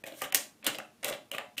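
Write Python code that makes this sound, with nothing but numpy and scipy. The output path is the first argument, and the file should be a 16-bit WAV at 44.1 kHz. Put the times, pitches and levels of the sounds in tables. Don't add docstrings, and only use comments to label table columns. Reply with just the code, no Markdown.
import sys
import numpy as np
from scipy import signal
from scipy.fft import rfft, irfft, next_fast_len
from scipy.io import wavfile
from scipy.ndimage import uniform_filter1d

SR = 44100
rng = np.random.default_rng(int(sys.argv[2]) if len(sys.argv) > 2 else 0)


def pcm_store(signal):
    levels = np.round(np.clip(np.atleast_2d(signal), -1, 1) * 32767)
    wavfile.write(sys.argv[1], SR, levels.astype(np.int16).T)


def voltage_ratio(level):
    return 10 ** (np.asarray(level, float) / 20)


N = 70560


def rms_one(x):
    return x / np.sqrt(np.mean(x ** 2) + 1e-20)


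def at_hz(points, hz):
    table_hz, value = np.array(points).T
    return np.interp(np.log(hz), np.log(table_hz), value)


def filtered(x, order, hz, kind):
    return signal.sosfilt(signal.butter(order, hz, kind, fs=SR, output="sos"), x)


def bands(size, gain_at):
    edges = 22 * 2 ** np.arange(0, 9.9, .5)
    settle = 4000
    white = rng.standard_normal((2, size + settle))
    out = 0
    for k, (low, high) in enumerate(zip(edges, edges[1:])):
        band = filtered(white[k % 2], 2, [low, min(high, 20000)], "band")[settle:]
        out = out + gain_at(np.sqrt(low * high)) * band
    return out


def place(sounds):
    out = np.zeros(N + SR)
    for start_s, sound in sounds:
        start = int(start_s * SR)
        out[start:start + len(sound)] += sound
    return out[:N]


def ring(force, hz, t60):
    r = voltage_ratio(-60 / (max(t60, .002) * SR))
    w = 2 * np.pi * hz / SR
    return signal.lfilter([0, np.sin(w)], [1, -2 * r * np.cos(w), r * r], force + 1e-18)


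def body(modes, force, spread_db):
    out = 0
    for hz, db, t60 in modes:
        luck, sign = rng.standard_normal(2)
        out = out + np.sign(sign) * voltage_ratio(db + spread_db * luck) * ring(force, hz, t60)
    return out


def near(modes, middle_hz, centre_oct, width_oct):
    chosen = []
    for hz, db, t60 in modes:
        distance = (np.log2(hz / middle_hz) - centre_oct) / width_oct
        chosen.append((hz, db - 6 * distance ** 2, t60))
    return chosen


def contact(length_ms):
    slips_per_ms, rise_share, first_slip = 13, .06, .8
    t = np.arange(4000) / SR * 1000 / np.clip(length_ms, .3, 12)
    chance, height = rng.random((2, 4000))
    slips = (chance < slips_per_ms * 1000 / SR) * (2 * height - 1)
    force = slips * (1 - np.exp(-t / rise_share)) * np.exp(-t)
    force[8] += first_slip
    tone = rfft(force)
    even = tone / np.sqrt(uniform_filter1d(np.abs(tone) ** 2, size=9) + 1e-9)
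    force = irfft(even) * (t < 7)
    return force / np.sqrt(np.sum(force ** 2) + 1e-20)


# f/Hz, level/dB [dB per Hz]
FLOOR_COLOUR = [(15, -48), (25, -44), (60, -22), (120, -9), (249, -8), (344, -13), (988, -20.5),
                (3080, -25), (5280, -27.5), (9320, -29.5), (16000, -33)]


def room_noise():
    return voltage_ratio(-65) * rms_one(bands(N, lambda hz: voltage_ratio(at_hz(FLOOR_COLOUR, hz))))


def hum():
    hum_hz, width_hz = 218, 6
    return voltage_ratio(-69) * rms_one(ring(rng.standard_normal(N), hum_hz, 3.0 / width_hz))


# f/Hz, width [Hz], level/dB
CLAW_EDGE = [(3860, 1930, -5.5), (6440, 2430, 0.5), (7370, 1190, 3), (8660, 1270, 0.5), (11700, 3000, -5),
             (12690, 600, 3.5), (15200, 1700, -4.5)]


def crack(force):
    out = 0
    for k, (hz, width_hz, db) in enumerate(CLAW_EDGE):
        r = np.exp(-np.pi * width_hz / SR)
        top = [(1 - r * r) / 2, 0, (r * r - 1) / 2]
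        bottom = [1, -2 * r * np.cos(2 * np.pi * hz / SR), r * r]
        out = out + (-1) ** k * voltage_ratio(db) * signal.lfilter(top, bottom, force)
    return out


# f/Hz, level/dB, t60 [s]
FLAP_MODES = [(1170, -5, .02), (1290, -6, .015), (1450, -8, .015), (1610, -5, .015), (1830, -3, .012),
              (2000, -2, .012), (2200, -3, .012), (2420, -4, .01), (2650, -2, .01), (2900, -2, .01),
              (3150, -3, .009), (3500, -5, .008), (3900, -5, .007), (4700, -8, .005)]


def snap(force, crack_db, centre_oct):
    modes = near(FLAP_MODES, 2000, centre_oct, width_oct=.5)
    thin = filtered(force, 2, 900, "high")
    ringing = body(modes, thin, spread_db=2.5)
    return voltage_ratio(24 + crack_db) * crack(force) + voltage_ratio(-2.5) * ringing


# t/s, peak level/dB, crack level/dB [re peak], contact [ms],
# ring centre [octaves re 2 kHz]
CLAW_STRIKES = [(0.0383, -41, -4.5, 3.2, 0.3), (0.2135, -33, -18.5, 3.5, -0.3), (0.218, -24, -4, 4.8, 0.18),
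                (.3234, -26, -4.5, 3.2, .3), (.3460, -18.5, 7.5, 4.2, .5), (0.356, -25, 4.5, 1.1, .6),
                (0.627, -48, -30, 5.6, 0.33), (.342, -36, 0.5, 6.5, .5), (0.644, -32.5, -2.5, 8.3, 0.91),
                (0.6556, -30.5, -33, 3.9, 1), (0.665, -15, -2, 8.8, 0.76), (0.7847, -34, -3.5, 3.2, 0.4),
                (1.029, -32, -7.5, 11, 0.067), (1.0451, -19, -4, 1.8, .7), (1.3152, -28, -6, 1.6, .6),
                (1.382, -27, -10.5, 2.3, 0.2), (1.568, -38, -21.5, 11, 0.5),
                (1.5799, -20.5, -11, 3.9, 0.56)]


def strikes():
    sounds = []
    for s, db, crack_db, ms, centre_oct in CLAW_STRIKES:
        sounds.append((s, voltage_ratio(db) * snap(contact(ms), crack_db, centre_oct)))
    return place(sounds)


# t/s, level/dB, f/Hz, t60 [s]
CLAW_KNOCKS = [(0.0395, -34.5, 1880, 0.019), (.0384, -30.5, 2650, 0.007), (.040, -35.5, 2520, 0.018),
               (.039, -40.5, 573, 0.026), (0.064, -39, 2130, 0.0043), (0.069, -42.5, 306, 0.051),
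               (.12, -43.5, 314, 0.066), (.2182, -28.5, 2750, 0.0097), (.219, -33.5, 1814, .02),
               (0.2147, -40, 1250, 0.013), (0.2176, -32, 2490, 0.028), (0.2189, -27, 1200, 0.03),
               (.2205, -27.5, 598, 0.025), (.238, -43, 3000, 0.009), (.255, -48, 626, .03),
               (.324, -27.5, 2790, 0.0066), (.3265, -33, 1900, .01), (.349, -37.5, 900, 0.043),
               (.347, -19.5, 1970, 0.035), (.347, -23.5, 3560, 0.041), (.628, -46, 2520, 0.023),
               (.748, -33, 2090, 0.016), (.79, -43, 708, 0.13), (.667, -35, 1140, 0.073),
               (.672, -31, 293, 0.045), (0.669, -37, 1600, .04), (.7855, -30, 2670, 0.012),
               (0.788, -40.5, 1200, 0.043), (1.0451, -24, 3170, .01), (1.0462, -27.5, 4000, 0.011),
               (1.05, -34, 593, 0.064), (1.053, -30, 1970, .02), (1.319, -41, 561, 0.11),
               (1.109, -25.5, 590, .015), (1.127, -30, 2080, 0.013), (1.3157, -25, 2950, 0.011),
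               (1.335, -41, 2460, .015), (1.348, -28.5, 2550, 0.016), (1.346, -36, 1176, 0.048),
               (1.347, -36, 590, 0.027), (1.3825, -43, 2690, 0.023), (1.383, -36, 1193, 0.057),
               (1.411, -39, 2610, 0.035), (1.578, -50, 286, 0.07), (1.579, -37, 2100, 0.037)]


def knocks():
    longest_cycles = 45
    sounds = []
    for s, db, hz, t60 in CLAW_KNOCKS:
        force = np.zeros(8000)
        half = int(SR / hz / 2)
        force[:half] = np.sin(np.pi * np.arange(half) / half) * 2 / half
        sounds.append((s, voltage_ratio(db) * ring(force, hz, min(t60, longest_cycles / hz))))
    return place(sounds)


# f/Hz, level/dB, t60 [s]
PANEL_MODES = [(150, -8, .05), (215, -8, .05), (280, -3, .05), (345, -7, .04), (420, -7, .04),
               (500, -4, .04), (565, 0, .05), (620, -1, .045), (712, -5, .08), (790, -6, .035),
               (880, -5, .03), (990, -5, .03)]


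def thump(force, centre_oct):
    modes = near(PANEL_MODES, 500, centre_oct, width_oct=.75)
    soft = signal.lfilter(*signal.butter(1, 774, fs=SR), force)
    return voltage_ratio(-13.5) * body(modes, soft, spread_db=2.5)


# t/s, level/dB, contact [ms], ring centre [octaves re 500 Hz]
PAD_THUMPS = [
    (.039, -42, 1.8, 0.083),
    (.2185, -21, 0.67, 0.84),
    (.327, -22, 1.6, 1),
    (.348, -38, 1.33, -0.63),
    (.668, -17, 16.6, -0.7),
    (.786, -24, 1.5, 0.55),
    (1.046, -20.5, 15, 0.32),
    (1.320, -45, 6.8, 0.77),
    (1.382, -19.5, 12, 0.82),
    (1.58, -69, 11, -1.14),
]


def thumps():
    return place([(s, voltage_ratio(db) * thump(contact(ms), centre_oct)) for s, db, ms, centre_oct in PAD_THUMPS])


# t/s, level/dB
AIR_PUSHES = [
    (.045, -66),
    (.255, -59),
    (.335, -69),
    (.675, -60),
    (0.786, -67),
    (1.044, -62),
    (1.125, -56),
    (1.32, -82),
    (1.38, -78),
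    (1.59, -60),
]


def pushes():
    push_s = .0037
    out = np.zeros(N)
    for s, db in AIR_PUSHES:
        u = (np.arange(N) / SR - s) / push_s
        out += voltage_ratio(db) * u * np.exp(-u ** 2 / 2)
    return out


# t/s, length [s], hiss level/dB, rumble level/dB,
# swell [share of the length]
PAW_DRAGS = [(0.048, 0.03, -50, -52.5, 0.95), (0.082, 0.061, -64.5, -62.5, 0.24),
             (0.136, 0.074, -51.5, -63, 0.74), (0.226, 0.024, -44.5, -46, 0.48),
             (0.346, 0.028, -34.5, -46, 0.095), (0.632, 0.037, -56.5, -44.5, 1),
             (0.656, 0.042, -71, -43, 0.92), (1.028, 0.01, -43, -49, 0.3), (1.038, 0.06, -45.5, -45, 0.26),
             (1.108, 0.04, -56.5, -50, 0.54), (1.308, 0.043, -49.5, -46.5, 1),
             (1.383, 0.024, -68, -54.5, .4), (1.569, 0.024, -45, -56.5, 0.65)]


def drags():
    grains_per_s, spread_db, fall_s = 7000, 2, .009
    t = np.arange(N) / SR
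    heights = voltage_ratio(spread_db * np.minimum(rng.exponential(1, N), 4))
    grains = (rng.random(N) < grains_per_s / SR) * heights * rng.choice([-1, 1], N)
    hiss, rumble = np.zeros(N), np.zeros(N)
    for s, length, hiss_db, rumble_db, rise in PAW_DRAGS:
        swell = np.clip((t - s) / (np.clip(rise, .05, 1) * length), 0, 1)
        stroke = swell * np.exp(-np.maximum(t - s - length, 0) / fall_s)
        hiss += voltage_ratio(hiss_db) * stroke
        rumble += voltage_ratio(rumble_db) * stroke
    panel = rms_one(body(PANEL_MODES, grains, 0))
    flap = rms_one(body(FLAP_MODES, grains, 0))
    return hiss * rms_one(crack(grains)) + rumble * (panel + voltage_ratio(3.5) * flap)


# t/s, peak level/dB, thump level/dB [re peak],
# crack level/dB [re peak], ring centre [octaves re 2 kHz]
FLAP_RATTLES = [(.0655, -39, 2.5, -4.5, 0.36), (.072, -41, 12.5, -3, 1), (0.082, -39.5, 5.5, -14, 0.9),
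                (.1221, -39.5, 5.5, -14, 0.88), (0.239, -32, -40, -24, -0.26),
                (.255, -33.5, 2, -26.5, -0.52), (0.677, -21, -34, -19.5, -0.36), (.699, -48, -3, 10, 1),
                (.7467, -29.5, -5, -20, 1), (.752, -26.5, -5, -16, 1), (.800, -29, -7, -29, -0.31),
                (1.059, -37, 0, -36, 0.4), (1.082, -27, 0.5, -4, 1), (1.088, -28.5, 6.5, -3.5, -0.76),
                (1.0982, -34.5, 3, 1.5, 0.37), (1.109, -33.5, 2, -39, -0.71),
                (1.1261, -27.5, -9, -44, 0.93), (1.137, -32, -22, -22, 1), (1.256, -61, -3, -6, 0.15),
                (1.3354, -34, 6, -34.5, 0.55), (1.3458, -36, 1.5, -20, 0.3), (1.365, -32, -2.5, -18, 1),
                (1.398, -37, 4, -22, -0.33), (1.4106, -33.5, -15, -31, -0.8)]


def rattles():
    sounds = []
    for s, db, thump_db, crack_db, centre_oct in FLAP_RATTLES:
        force = contact(2.5)
        bump = snap(force, crack_db, centre_oct) + voltage_ratio(thump_db) * thump(force, .19)
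        sounds.append((s, voltage_ratio(db) * bump))
    return place(sounds)


# f/Hz, t60 [s]
ECHO_T60 = [(150, 0.51), (500, 0.27), (1500, 0.27), (5500, 0.26), (12000, 0.25)]
# f/Hz, level/dB
ECHO_TONE = [(150, -15.5), (600, -5.5), (2000, -13.5), (3600, -12), (6000, -10.5), (14000, -22)]


def room(x):
    first_echo_s, build_s = .003, .004
    t = np.arange(SR // 2) / SR

    def fade(hz):
        t60 = at_hz(ECHO_T60, hz)
        return voltage_ratio(at_hz(ECHO_TONE, hz) - 60 * t / t60) / np.sqrt(t60 * SR / 14)

    tail = bands(len(t), fade) * np.clip((t - first_echo_s) / build_s, 0, 1)
    size = next_fast_len(N + len(t))
    tone = rfft(tail, size)
    power = np.abs(tone) ** 2 + 1e-20
    tone *= np.sqrt(uniform_filter1d(power, size=800) / uniform_filter1d(power, size=60))
    tail = irfft(tone, size)[:len(t)] * (t > first_echo_s)
    return irfft(rfft(x, size) * rfft(tail, size), size)[:N]


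def scene():
    touches = strikes() + knocks() + thumps() + drags() + rattles()
    door = filtered(touches, 4, 129, "high")
    return (door + voltage_ratio(8.0) * room(door) + room_noise() + hum() + pushes())[None]


def top_cut(x):
    return signal.sosfilt(signal.butter(12, 16970, fs=SR, output="sos"), x)


# start t/s, end t/s, lost above f/Hz
TREBLE_GAPS = [(.029, .034, 2000), (.052, .055, 6000), (.307, .319, 4500), (.330, .341, 3600),
               (.632, .638, 5000), (.656, .661, 5500), (.772, .780, 9000), (1.027, 1.037, 10500),
               (1.0365, 1.041, 3500), (1.305, 1.311, 2300), (1.561, 1.565, 1500)]


def record(dry):
    x, t = dry.copy(), np.arange(N) / SR
    for start, end, hz in TREBLE_GAPS:
        low = signal.sosfiltfilt(signal.butter(6, hz, fs=SR, output="sos"), dry)
        gate = np.clip(np.minimum(t - start, end - t) / .0015 + 1, 0, 1)
        x = x + np.sin(gate * np.pi / 2) ** 2 * (low - dry)
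    x = signal.sosfilt(signal.cheby2(8, 35, 16000, fs=SR, output="sos"), x)
    return top_cut(x)


dry = scene()
out = record(dry)
pcm_store(out)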